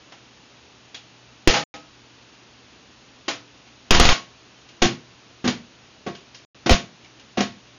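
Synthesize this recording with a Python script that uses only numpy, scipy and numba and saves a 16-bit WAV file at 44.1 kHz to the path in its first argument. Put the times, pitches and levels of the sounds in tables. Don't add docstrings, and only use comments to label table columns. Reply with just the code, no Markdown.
import sys
import numpy as np
from scipy import signal
from scipy.fft import rfft, irfft
from scipy.io import wavfile
from numba import njit

SR = 44100
rng = np.random.default_rng(int(sys.argv[2]) if len(sys.argv) > 2 else 0)


def transcribe(u):
    v = np.clip(np.atleast_2d(u).T, -1, 1)
    q = np.round(v * 32767).astype(np.int16)
    wavfile.write(sys.argv[1], SR, q)


N = 343274
TIME = np.arange(N) / SR

# start_s, level_db, bass_db, pitch_hz, thud_s (how long the low thud lasts)
BANGS = [(1.474, -11.5, 0, 454, .025), (3.907, -9.5, -2, 1200, 0.051), (3.947, -15, -14, 950, 0.035),
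         (3.998, -7.5, -5, 1210, .009), (4.008, -15, 0.5, 780, .022), (4.051, -14.5, -13, 340, .026),
         (4.089, -13, -11, 1100, .034), (6.706, -16, -8, 566, 0.0071), (6.713, -24, -2, 880, 0.0051),
         (6.720, -26.5, -13, 1090, 0.022)]

def bangs():
    return sum(hit(start_s, level_db, pitch_hz, contact_s=0.00073, bass_db=bass_db, bowl_db=1.5)
               for start_s, level_db, bass_db, pitch_hz, _ in BANGS)


# start_s, level_db, contact_s, pitch_hz, bowl_db, clack_level_db, clack_pitch_hz
SLAPS = [(4.818, -14, 0.0045, 370, 3.5, -27.5, 250), (5.441, -19.5, 0.01, 241, -6, -22.5, 234),
         (6.063, -26.5, 0.0067, 400, 6.5, -57, 343), (6.660, -23, 0.0026, 340, 4.5, -17, 170),
         (7.371, -19.5, 0.0076, 210, 5, -24, 200)]

def slaps(clack_after_s=0.034, neutral_contact_s=0.026):
    track = np.zeros(N)
    palm = dict(bass_db=1.5, pitch_boost_db=9.5)
    for start_s, level_db, contact_s, pitch_hz, bowl_db, clack_db, clack_hz in SLAPS:
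        treble_db = 0.67 * (level_db - 20 * np.log10(contact_s / neutral_contact_s))
        track += hit(start_s, level_db, pitch_hz, contact_s, bowl_db, treble_db=treble_db, **palm)
        track += hit(start_s + clack_after_s, clack_db, clack_hz, contact_s=0.0005,
                     bowl_db=bowl_db + 6, **palm)
    return track


KNOCKS = [(1.532, -14.5, 0.0093, 800), (1.562, -20, 0.008, 520), (3.280, -20, 0.0038, 282)]

def knocks():
    return sum(hit(start_s, level_db, pitch_hz, contact_s,
                   bowl_db=-2, bass_db=-13, treble_db=-2, pitch_boost_db=10)
               for start_s, level_db, contact_s, pitch_hz in KNOCKS)


TICKS = [(.121, -42, 794), (.944, -45, 3380), (3.668, -60.5, 2500), (4.687, -56.5, 2800),
         (6.15, -51.5, 2940), (6.345, -54, 5220), (7.045, -55.5, 2260), (7.196, -58, 2970)]

def ticks(neutral_hz=1460):
    return sum(hit(start_s, level_db, pitch_hz, contact_s=0.00078, bowl_db=-4, bass_db=-15,
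                   treble_db=6 * np.log2(pitch_hz / neutral_hz))
               for start_s, level_db, pitch_hz in TICKS)


RAISED_LID_TONES = [(303.6, -9.5, 0.059), (297.6, -14, 0.46), (336, 13, 0.036), (506.5, -16.5, 0.37),
                    (661, -14, 0.33), (821, -14.5, 0.27), (1110, -29.5, 0.073), (1276, -17.5, 0.38),
                    (1840, -16, 0.24), (1850, -21, .18), (2486, -15, 0.24), (2970, -22, 0.19)]
CLOSED_LID_TONES = [(198.2, -5, 0.26), (240.1, -11, 0.32), (253, -0.5, 0.096), (344.8, -6, 0.25),
                    (368, -9.5, 0.16), (421, -1, 0.071), (491, -6.5, 0.085), (528.3, -3.5, 0.11),
                    (1263, -10, 0.062), (1428, -14, 0.2), (1550, -10, 0.15), (1925, -12.5, .22),
                    (2273, -19, 0.33), (2850, -8.5, 0.17), (2890, -20, 0.15), (3190, -11, 0.22),
                    (3670, -15, 0.24), (4230, -27.5, 0.067)]
BOWL_TONES = [(693.2, -11, 0.24), (743, -5.5, 0.1), (1098, -15.5, 0.29)]
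LID_FALLS_S = 3.8

def hit(start_s, level_db, pitch_hz, contact_s, bowl_db, bass_db, treble_db=0, pitch_boost_db=6.5):
    t = TIME[:20000]
    lid_tones = CLOSED_LID_TONES
    if start_s < LID_FALLS_S:
        lid_tones = RAISED_LID_TONES
        bowl_db -= 8
    sound = crack(t) + ring(lid_tones, t) + gain(bowl_db) * ring(BOWL_TONES, t) + gain(4) * room_echo(t)
    sound = touch_colour(sound, bass_db, treble_db, pitch_hz, pitch_boost_db)
    swell = 1 - np.exp(-t / contact_s)
    return place(start_s, gain(level_db) * sound * swell)


def ring(tones, t):
    sound = np.zeros(len(t))
    for pitch_hz, level_db, fade_s in tones:
        strength = gain(level_db + rng.standard_normal())
        sound += strength * np.sin(2 * np.pi * (pitch_hz * t + rng.random())) * fade(t, fade_s)
    return sound


def touch_colour(sound, bass_db, treble_db, pitch_hz, pitch_boost_db, bass_hz=420, treble_hz=1800):
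    size = 2 * len(sound)
    hz = np.fft.rfftfreq(size, 1 / SR) + 1
    bass = bass_db / (1 + (hz / bass_hz) ** 4)
    treble = treble_db / (1 + (treble_hz / hz) ** 4)
    peak = pitch_boost_db / (1 + (np.log2(hz / pitch_hz) / 0.12) ** 2)
    return irfft(rfft(sound, size) * gain(bass + treble + peak), size)[:len(sound)]


CLATTER_SPECTRUM = [(40, -25.5), (130, 1), (230, -0.5), (380, -3), (600, -3.5), (1000, -4.5), (1700, -3.5),
                    (2900, -2), (4200, -5), (5500, -7), (7000, -10.5)]

def crack(t, fade_s=0.057, echo_gain=0.39, echoes=3):
    burst = noise(CLATTER_SPECTRUM, len(t)) * fade(t, fade_s)
    delays_s = rng.uniform(0.0008, 0.0036, echoes)
    reflected = sum(place(delay_s, burst)[:len(t)] for delay_s in delays_s)
    return gain(6) * (burst + echo_gain * reflected) / np.sqrt(1 + echoes * echo_gain ** 2)


ROOM_FADES = [(150, 0.39), (400, 0.29), (1000, 0.23), (2800, 0.24), (6500, 0.24)]

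def room_echo(t, build_s=0.00073):
    clatter = rfft(noise(CLATTER_SPECTRUM, len(t)))
    hz = np.fft.rfftfreq(len(t), 1 / SR)
    octaves_hz = 125 * 2. ** np.arange(7)
    echo = np.zeros(len(t))
    for centre_hz, share in zip(octaves_hz, np.eye(len(octaves_hz))):
        band = irfft(clatter * read_curve(np.c_[octaves_hz, share], hz), len(t))
        echo += band * fade(t, read_curve(ROOM_FADES, centre_hz))
    return echo * (1 - np.exp(-t / build_s))


def distortion_thuds(bang_db=-11.5, slap_db=-18, slap_thud_s=0.038, hard_slap_db=-16, delay_s=0.003):
    thuds = [(start_s, bang_db, thud_s) for start_s, *_, thud_s in BANGS]
    thuds += [(start_s, slap_db, slap_thud_s) for start_s, db, *_ in SLAPS if db > hard_slap_db]
    track = np.zeros(N)
    for count, (start_s, level_db, thud_s) in enumerate(sorted(thuds)):
        kick_db = 5 * np.exp(-TIME[:int(thud_s * SR)] / 0.005)
        track += place(start_s + delay_s, (-1) ** count * gain(level_db + kick_db))
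    return gentle_filter(track, 450, "low")


def limiter(sound, limit_db=-13.5, ratio=6, attack_s=0.0018, release_s=0.0089):
    treble = gentle_filter(sound, 1300, "high")
    loudness = follow(np.abs(treble), 1 / (attack_s * SR), 1 / (release_s * SR))
    return sound / np.maximum(loudness / gain(limit_db), 1) ** (1 - 1 / ratio)


STALLS = [(1.638, 1.740, 1.92), (6.450, 6.546, 6.64)]

def stall(sound):
    stalled = sound.copy()
    for stop, resume, catch_up in (np.array(STALLS) * SR).astype(int):
        stalled[stop:resume] = 0
        stalled[resume:catch_up] = sound[stop:stop + catch_up - resume]
    return stalled


HISS_SPECTRUM = [(18, -43.5), (30, -20.5), (59, -6.5), (87, -5), (102, -14), (123, -0.5), (147, -7.5),
                 (259, -2), (408, -7), (535, -9), (1240, -11), (2190, -13), (2680, -9.5), (6800, -17.5),
                 (8840, -77), (15000, -120)]

def hiss_and_hum(hiss_db=-51, hum_db=-63, hum_hz=120):
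    hum = np.sqrt(2) * np.sin(2 * np.pi * hum_hz * TIME)
    return gain(hiss_db) * noise(HISS_SPECTRUM, N) + gain(hum_db) * hum


def gain(db):
    return 10 ** (np.asarray(db) / 20)


def read_curve(points, hz):
    pitches_hz, values = np.transpose(points)
    return np.interp(np.log(hz + 1), np.log(pitches_hz), values)


def noise(spectrum, size):
    shape = gain(read_curve(spectrum, np.fft.rfftfreq(size, 1 / SR)))
    return irfft(rfft(rng.standard_normal(size)) * shape, size) / np.sqrt(np.mean(shape ** 2))


def gentle_filter(sound, edge_hz, keep):
    return signal.sosfilt(signal.butter(1, edge_hz, keep, fs=SR, output="sos"), sound)


def fade(t, fade_s):
    return np.exp(-np.log(1000) * t / fade_s)


def place(start_s, sound):
    return np.r_[np.zeros(int(start_s * SR)), sound, np.zeros(N)][:N]


@njit
def follow(levels, rise, fall):
    smooth, level = np.empty(len(levels)), 0.
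    for i in range(len(levels)):
        level += (levels[i] - level) * (rise if levels[i] > level else fall)
        smooth[i] = level
    return smooth


def scene():
    return (bangs() + ticks() + knocks() + slaps() + hiss_and_hum())[None]


def record(dry, band_hz=7000, ceiling=0.73, top_hz=16400):
    sound = stall(limiter(dry[0]) + distortion_thuds())
    narrow = signal.sosfilt(signal.ellip(12, .2, 80, band_hz, fs=SR, output="sos"), sound)
    flattened = np.clip(narrow, -ceiling, ceiling)
    return signal.sosfilt(signal.ellip(8, .2, 70, top_hz, fs=SR, output="sos"), flattened)[None]


dry = scene()
out = record(dry)
transcribe(out)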